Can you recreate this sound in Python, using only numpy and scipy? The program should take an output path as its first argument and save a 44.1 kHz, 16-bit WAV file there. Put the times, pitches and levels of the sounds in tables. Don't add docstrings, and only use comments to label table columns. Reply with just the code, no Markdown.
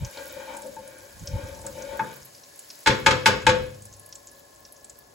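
import sys
import numpy as np
from scipy import signal
from scipy.fft import rfft, irfft, next_fast_len
from scipy.io import wavfile

SR = 44100
rng = np.random.default_rng(int(sys.argv[2]) if len(sys.argv) > 2 else 0)


def store_wav(level_fs):
    pcm = np.round(np.clip(np.atleast_2d(level_fs), -1, 1) * 32767)
    wavfile.write(sys.argv[1], SR, pcm.T.astype(np.int16))


def undo_db(level):
    steps = np.asarray(level, float) / 20
    return 10 ** steps


N = 226718

# middle t/s, length/s, bottom level/dB, wall level/dB, grit level/dB
STROKES = [(0.047, 0.11, -50, -46, -52.5), (0.184, 0.11, -46, -47.5, -47.5), (0.333, 0.14, -43, -57, -51.5),
           (0.413, 0.095, -47.5, -43, -49), (0.517, 0.13, -44.5, -38.5, -48.5),
           (0.65, 0.05, -39.5, -62, -60), (0.887, 0.36, -52.5, -63, -60.5), (1.112, 0.6, -64, -64.5, -64.5),
           (1.273, 0.094, -49.5, -73, -58), (1.39, .18, -43.5, -45.5, -52.5),
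           (1.488, 0.074, -43.5, -60, -52), (1.573, 0.15, -49.5, -49, -68), (1.656, 0.032, -39.5, -41, -57),
           (1.797, 0.11, -42, -47.5, -51), (1.922, 0.14, -41, -44, -49), (2.1, 0.1, -59, -62, -50.5)]
# f/Hz, width/Hz, level/dB
SCRAPED = [(323, 120, -7), (572.6, 50, 5.5), (891, 11.3, 0), (1110, 29, -43), (1448, 45, 1),
           (1618, 24, 6.5), (2220, 120, 1.5), (3620, 310, -1), (4400, 32, 16), (4690, 20, 20)]


def rms_one(x):
    return x / np.sqrt(np.mean(x ** 2) + 1e-20)


def in_time(rows):
    s, *columns = np.transpose(rows)
    return [np.interp(np.arange(N) / SR, s, c, right=-120) for c in columns]


def at_hz(points, hz):
    table_hz, values = np.array(points)[:, 0], np.array(points)[:, 1]
    return np.interp(np.log(hz), np.log(table_hz), values)


def swells(rows):
    middle, length, *columns = np.transpose(rows)
    offset = (np.arange(N) / SR - middle[:, None]) / length[:, None]
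    bells = np.exp(-8 * np.square(offset))
    return [np.sqrt(undo_db(c) ** 2 @ bells) for c in columns]


def drift(rate_hz):
    r = np.exp(-80 * np.pi * rate_hz / SR)
    white = rng.standard_normal(N // 40 + 2002)
    slow = signal.lfilter([1], [1, -2 * r, r * r], white)[2000:]
    return np.interp(np.arange(N) / 40, np.arange(len(slow)), rms_one(slow))


def grains(per_s, spread_db):
    sizes = undo_db(spread_db * np.minimum(rng.exponential(1, N), 5))
    signs = rng.choice([-1, 1], N)
    return sizes * signs * (rng.random(N) < per_s / SR)


def ring(clicks, hz, t60):
    r, w = undo_db(-60 / (t60 * SR)), 2 * np.pi * min(hz, 19000) / SR
    return signal.lfilter([0, np.sin(w)], [1, -2 * r * np.cos(w), r * r], clicks + 1e-18)


def resonances(x, peaks):
    out = 0
    for k, (hz, width, db) in enumerate(peaks):
        r = np.exp(-np.pi * width / SR)
        b = (1 - r * r) / 2 * np.array([1, 0, -1])
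        a = [1, -2 * r * np.cos(2 * np.pi * hz / SR), r * r]
        out = out + (-1) ** k * undo_db(db) * signal.lfilter(b, a, x)
    return out


def band_pass(x, low_hz, high_hz):
    return signal.sosfilt(signal.butter(2, [low_hz, high_hz], "band", fs=SR, output="sos"), x)


def stereo_noise(size, spectrum, t60s=None):
    # f/Hz, likeness 0 to 1
    likeness = [(30, 1), (125, 0.78), (500, 0.36), (2000, 0.1), (6000, 0.13)]
    out, edges, t = 0, 22 * 2 ** np.arange(0, 9.9, .5), np.arange(size) / SR
    white = rng.standard_normal((2, 2, size))
    for k, (low, high) in enumerate(zip(edges, edges[1:])):
        mid, side = band_pass(white[k % 2], low, high)
        hz = np.sqrt(low * high)
        alike = np.clip(at_hz(likeness, hz), 0, 1)
        fall_db, rise = 0, 1
        if t60s is not None:
            fall_db = -60 * t / at_hz(t60s, hz)
            rise = 1 - np.exp(-t * hz / 0.72)
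        pair = np.sqrt(1 + alike) * mid + np.sqrt(1 - alike) * side * [[1], [-1]]
        out = out + rise * undo_db(at_hz(spectrum, hz) + fall_db) * pair
    return out


def background():
    # f/Hz, level/dB per Hz
    room_tone = [(20, -28), (79, -6), (500, 0), (1060, -6.5), (1260, -14), (1970, -25), (5000, -21),
                 (6500, -46)]
    # f/Hz, width/Hz, level/dB
    burner = [(568.5, 35, 1), (1068.5, 28, -2), (1702, 28, -1.5)]
    tone = rms_one(stereo_noise(N, room_tone))
    jets = resonances(rng.standard_normal((2, N)), burner)
    jets = rms_one(resonances(jets, [(hz, 3 * width, 0) for hz, width, db in burner]))
    return undo_db(-60) * (undo_db(-0.5) * tone + undo_db(-1.0 + drift(2.7)) * jets)


def handling():
    # middle t/s, length/s, rumble level/dB
    bumps = [(0.02, 0.087, -30.5), (0.4, 1, -61), (1.0, 0.41, -64), (0.79, 0.065, -60),
             (1.17, 0.042, -48.5), (1.23, 0.035, -34), (1.295, .03, -40.5), (1.35, 0.075, -30),
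             (1.45, 0.041, -36), (1.57, 0.17, -45), (1.75, 0.25, -52), (1.94, 0.11, -52),
             (2.23, 0.045, -61), (2.9, 0.039, -24.5), (3.11, 0.14, -35.5), (3.265, 0.033, -49),
             (3.35, 0.1, -38), (3.485, 0.074, -32), (3.6, 0.17, -39), (3.87, 0.45, -60.5),
             (4.2, 0.79, -67.5), (4.6, 0.13, -64), (5.1, 1, -67.5)]
    rumble = [(25, -60), (45, 1), (80, 0.5), (140, -2), (250, -53), (500, -59), (1000, -85)]   # f/Hz, dB per Hz
    return swells(bumps)[0] * rms_one(stereo_noise(N, rumble))


def sizzle():
    # t/s, level/dB
    flare = [(0.0, -57.5), (0.13, -50.5), (0.9, -57), (1.33, -54), (1.9, -52.5), (2.4, -56), (2.9, -52.5),
             (3.44, -58.5), (3.7, -57.5), (5.14, -62)]
    # f/Hz, level/dB per Hz
    fizz = [(1500, -6.5), (3500, -12), (5200, -4.5), (7000, -7), (9000, -8), (12000, -7.5), (14000, -11),
            (16500, 6)]
    clicks = grains(2500 * undo_db(4.5 * drift(17.0)), spread_db=5.5)
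    pitches, dealt = np.geomspace(3000, 16000, 16), rng.integers(0, 16, N)
    crackle = 0
    for k, hz in enumerate(pitches):
        crackle = crackle + undo_db(at_hz(fizz, hz)) * hz * ring(clicks * (dealt == k), hz, 35.0 / hz)
    hiss = rms_one(stereo_noise(N, [(700, -48.0)] + fizz))
    return undo_db(in_time(flare)[0] + 4.0) * (undo_db(-4.5) * rms_one(crackle) + undo_db(-3.0) * hiss)


def bursts_table():
    # t/s, peak level/dB, f/Hz, snap level over the ring/dB
    clear = [(0.0485, -27, 6000, -20), (0.1732, -33, 4130, -18), (0.2784, -30, 13900, -10),
             (0.5695, -26.5, 8900, -22), (0.6205, -30.5, 8700, -11), (0.667, -33.5, 9000, -18),
             (0.8768, -32, 9300, -26), (1.2733, -24.5, 5600, -34), (1.6155, -36, 8140, -8),
             (1.6653, -22.5, 8040, -27), (1.822, -31, 6200, -23), (2.2567, -33, 11800, -9),
             (2.349, -39.5, 5350, -26), (2.4355, -39.5, 5700, -9), (2.5922, -28, 8900, -20),
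             (2.7027, -29.5, 5270, -29), (3.8226, -33.5, 8500, -11), (3.854, -32, 9490, -12),
             (3.9386, -37, 7040, -14.5), (3.996, -33.5, 10200, -7.5), (4.0618, -33.5, 10450, -9),
             (4.126, -30.5, 5530, -34), (4.155, -30, 7600, -24), (4.272, -33.5, 7160, -18),
             (4.395, -39, 12150, -3), (4.7236, -31.5, 11300, -9), (4.7643, -42.5, 6200, -19),
             (4.8449, -31.5, 8300, -18.5), (4.8974, -31.5, 7500, -26), (4.9886, -31.5, 13100, -4)]
    twins = [(s + 0.008, db - 26, 1.16 * hz, snap_db) for s, db, hz, snap_db in clear]
    faint_db, spread_db, snap_db = -41, 2, -26
    luck = rng.random((55, 3))
    faint = [(a * N / SR, faint_db + spread_db * (4 * b - 2), 5500 * 2.36 ** c, snap_db) for a, b, c in luck]
    return clear + twins + faint


def pops():
    out, t = np.zeros(N + 4000), np.arange(4000) / SR
    table = bursts_table()
    scatter = rng.standard_normal((len(table), 4000)) * undo_db(-60 * t / 0.042 - 14.5) * (t > .0015)
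    click = np.eye(1, 4000, round(.0005 * SR))[0]
    bright = signal.butter(2, 9000, "high", fs=SR, output="sos")
    for (s, db, hz, snap_db), echo in zip(table, scatter):
        cycles = 11.8 + 5.8 * np.log2(hz / 8000)
        age = t * hz / max(cycles, 2) * 6.4
        bubble = age * np.exp(1 - age) * np.sin(2 * np.pi * hz * t)
        above = signal.butter(2, 0.36 * hz, "high", fs=SR, output="sos")
        tail = signal.sosfilt(above, ring(echo, hz, 13.0 / hz))
        snap = undo_db(snap_db + 2.0) * signal.sosfilt(bright, click + 0.24 * echo)
        out[round(s * SR):][:4000] += undo_db(db + 0.5) * (bubble + tail + snap)
    return out[:N]


def sweep_phase():
    middle, length, *_, grit_db = np.transpose(STROKES)
    phase = 2 * (np.arange(0, N, 64) / SR - middle[:, None]) / length[:, None]
    weight = undo_db(grit_db)[:, None] ** 2 * np.exp(-2 * phase ** 2) + 1e-30
    strongest = (weight * np.clip(phase, -1, 1)).sum(0) / weight.sum(0)
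    return np.repeat(strongest, 64)[:N]


def swish():
    level = swells(STROKES)[2]
    centre_hz = 1850 * 2 ** (-0.5 * sweep_phase())
    grit, out = grains(6000, spread_db=2.0), 0
    grit = grit + undo_db(12.5) * resonances(grit, SCRAPED[3:8])
    for hz in np.geomspace(1200, 5600, 8):
        band = band_pass(grit, hz / 1.12, hz * 1.12)
        octaves_off = np.log2(hz / np.maximum(centre_hz, 800))
        out = out + undo_db(-12 * octaves_off ** 2) * band / np.sqrt(hz)
    return undo_db(-0.5) * level * rms_one(out)


def stirring():
    wall_share = 0.71
    on_bottom = swells(STROKES)[0]
    on_wall = swells(np.array(STROKES) * [1, wall_share, 1, 1, 1])[1]
    slips = grains(1500 * undo_db(3.5 * drift(25.0)), spread_db=3.5)
    low = band_pass(slips, 250, 700)
    bottom = rms_one(resonances(slips, SCRAPED[:2] + [(515, 35, 5)]) + undo_db(-48.5) * low)
    wall = rms_one(resonances(slips, [(888, 17, 0)]))
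    deep = rms_one(resonances(slips, [(222.0, 3.9, 0)]))
    return on_bottom * (undo_db(-2.5) * bottom + undo_db(-24) * deep) + undo_db(-4.5) * on_wall * wall


def taps():
    # t/s, peak level/dB, contact/ms, wall ring level/dB, bowl level/dB
    blows = [(0.647, -43, 0.94, -24, -5.5), (1.638, -35, 0.75, -20, 1), (1.9926, -14, 0.51, 0, -15.5),
             (2.86, -13, 0.12, -3.5, -12), (2.8702, -8, 0.085, -6.5, -4.5),
             (2.9008, -14.5, 0.17, -39, -9.5), (3.0616, -6, 0.087, -2.5, -9.5),
             (3.107, -12, 0.098, -14, -9), (3.2577, -5.5, 0.081, -3.5, -15.5),
             (3.267, -14.5, 0.022, -30, -5.5), (3.4658, -9, 0.086, 2, -2), (3.49, -13.5, 0.1, -26, -11),
             (0.7644, -34, 0.92, 9.5, -1.5), (1.666, -33.5, 0.46, -16, -22)]
    # f/Hz, level/dB, t60/s
    pan_modes = [(1019, 3.5, .4), (1130, -8.5, 0.5), (1486, 7.5, 0.36), (1636, -1, 0.4), (1684, 5, 0.3),
                 (1907, 0, 0.17), (2126, -2, 0.34), (2183, 10.5, 0.18), (2430, -14, 0.2),
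                 (2620, -9.5, 0.15), (3200, -1.5, 0.2), (3426, 4, 0.28), (3550, -18.5, 0.25),
                 (4027, 12, 0.057)]
    # f/Hz, level/dB, t60/s
    wall_pair = [(885, 0, .2), (894, -13, .36)]
    # f/Hz, level/dB, t60/s
    wall_modes = [(1514, -9, 0.076), (1637, 3, 0.043), (1700, 10, 0.012), (2430, -12, .08),
                  (2540, -4, 0.086)]
    # f/Hz, level/dB, t60/s
    bowl_modes = [(99.97, -18, 1.08), (133.3, -4, 0.21), (207.4, -12, 0.33), (326, -2.5, 0.077),
                  (508, -3, 0.55), (541, -3.5, 0.23)]
    # f/Hz, level/dB per Hz
    rattle = [(45, -44), (80, -2), (350, -11), (520, -2), (730, -31), (1000, -5), (2500, -3.5),
              (10000, -10.5)]
    # f/Hz, t60/s
    rattle_t60 = [(100, 0.21), (500, 0.43), (2000, 0.13), (8000, 0.082), (16000, 0.029)]
    out, size = np.zeros((2, N + SR)), SR // 2
    click, t = np.eye(1, size)[0], np.arange(size) / SR
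    damped_s = .09
    pan = np.array([undo_db(db - 14.5) * ring(click, hz, min(t60 / 3, damped_s)) for hz, db, t60 in pan_modes])
    wall = sum(undo_db(db) * ring(click, hz, t60) for hz, db, t60 in wall_pair + wall_modes)
    wall = wall * (1 - np.exp(-t / .003))
    bowl = np.array([undo_db(db) * ring(click, hz, t60) for hz, db, t60 in bowl_modes])
    bowl = bowl * (1 - np.exp(-t / .010))
    spread = rng.standard_normal((len(blows), 2, len(pan_modes) + len(bowl_modes)))
    for (s, db, contact_ms, wall_db, bowl_db), luck in zip(blows, undo_db(2.5 * spread)):
        contact = signal.butter(2, np.clip(600 / contact_ms, 300, 19000), fs=SR, output="sos")
        shake = stereo_noise(size // 2, rattle, rattle_t60)
        shake = shake / np.std(shake[:, :400])
        blow = luck[:, :len(pan_modes)] @ pan + undo_db(wall_db) * wall
        blow = blow + undo_db(bowl_db) * luck[0, len(pan_modes):] @ bowl
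        blow[:, :size // 2] += undo_db(-2 - 7 * contact_ms) * shake
        blow = blow * (1 - np.exp(-t / .002))
        out[:, round(s * SR):][:, :size] += undo_db(db - 4) * signal.sosfilt(contact, blow)
    return out[:, :N]


def kitchen(x):
    # f/Hz, t60/s
    room_t60 = [(100, 0.82), (700, 0.45), (2000, 0.44), (5000, 0.44), (16000, 0.04)]
    tail = stereo_noise(SR // 2, [(30, 0), (16000, 0.0083)], room_t60)
    tail = tail / np.sqrt(np.sum(tail ** 2) / 2)
    tail = np.pad(tail, ((0, 0), (round(.006 * SR), 0)))
    return signal.fftconvolve(x[None], tail, axes=1)[:, :N]


def scene():
    blows, stir, bursts = taps(), stirring() + swish(), pops()
    pan = blows + stir * undo_db([[1.0], [-1.0]]) + bursts + sizzle()
    away = signal.lfilter(*signal.iirnotch(886, 7, fs=SR), blows.mean(0))
    wet = kitchen(undo_db(-8.5) * away + undo_db(-2.0) * stir + undo_db(-13.0) * bursts)
    return pan + wet + handling() + background()


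def band_limit(x):
    return signal.sosfilt(signal.butter(12, 16830, fs=SR, output="sos"), x)


def record(dry):
    # f/Hz, left minus right level/dB
    leaning = [(60, 1), (200, 0.2), (380, 1), (700, 7), (1290, 2), (4400, 1), (8120, 2), (15000, -6)]
    size = next_fast_len(N + 1024)
    left, right = rfft(dry, size)
    hz = np.arange(len(left)) * SR / size
    lean = undo_db(at_hz(leaning, hz + 1) / 2)
    left, right = left * lean, right / lean
    turn = 2 * np.pi * np.clip((hz - 6900) / 4300, 0, 2)
    shared = np.clip((hz - 5600) / 1300, 0, 1)
    right = (1 - shared) * right + shared * left * np.exp(1j * turn)
    x = irfft(np.array([left, right]), size)[:, :N]
    x = signal.sosfilt(signal.cheby2(12, 30, 16150, fs=SR, output="sos"), x)
    return band_limit(1.166 * np.tanh(x / 0.95))


dry = scene()
out = record(dry)
store_wav(out)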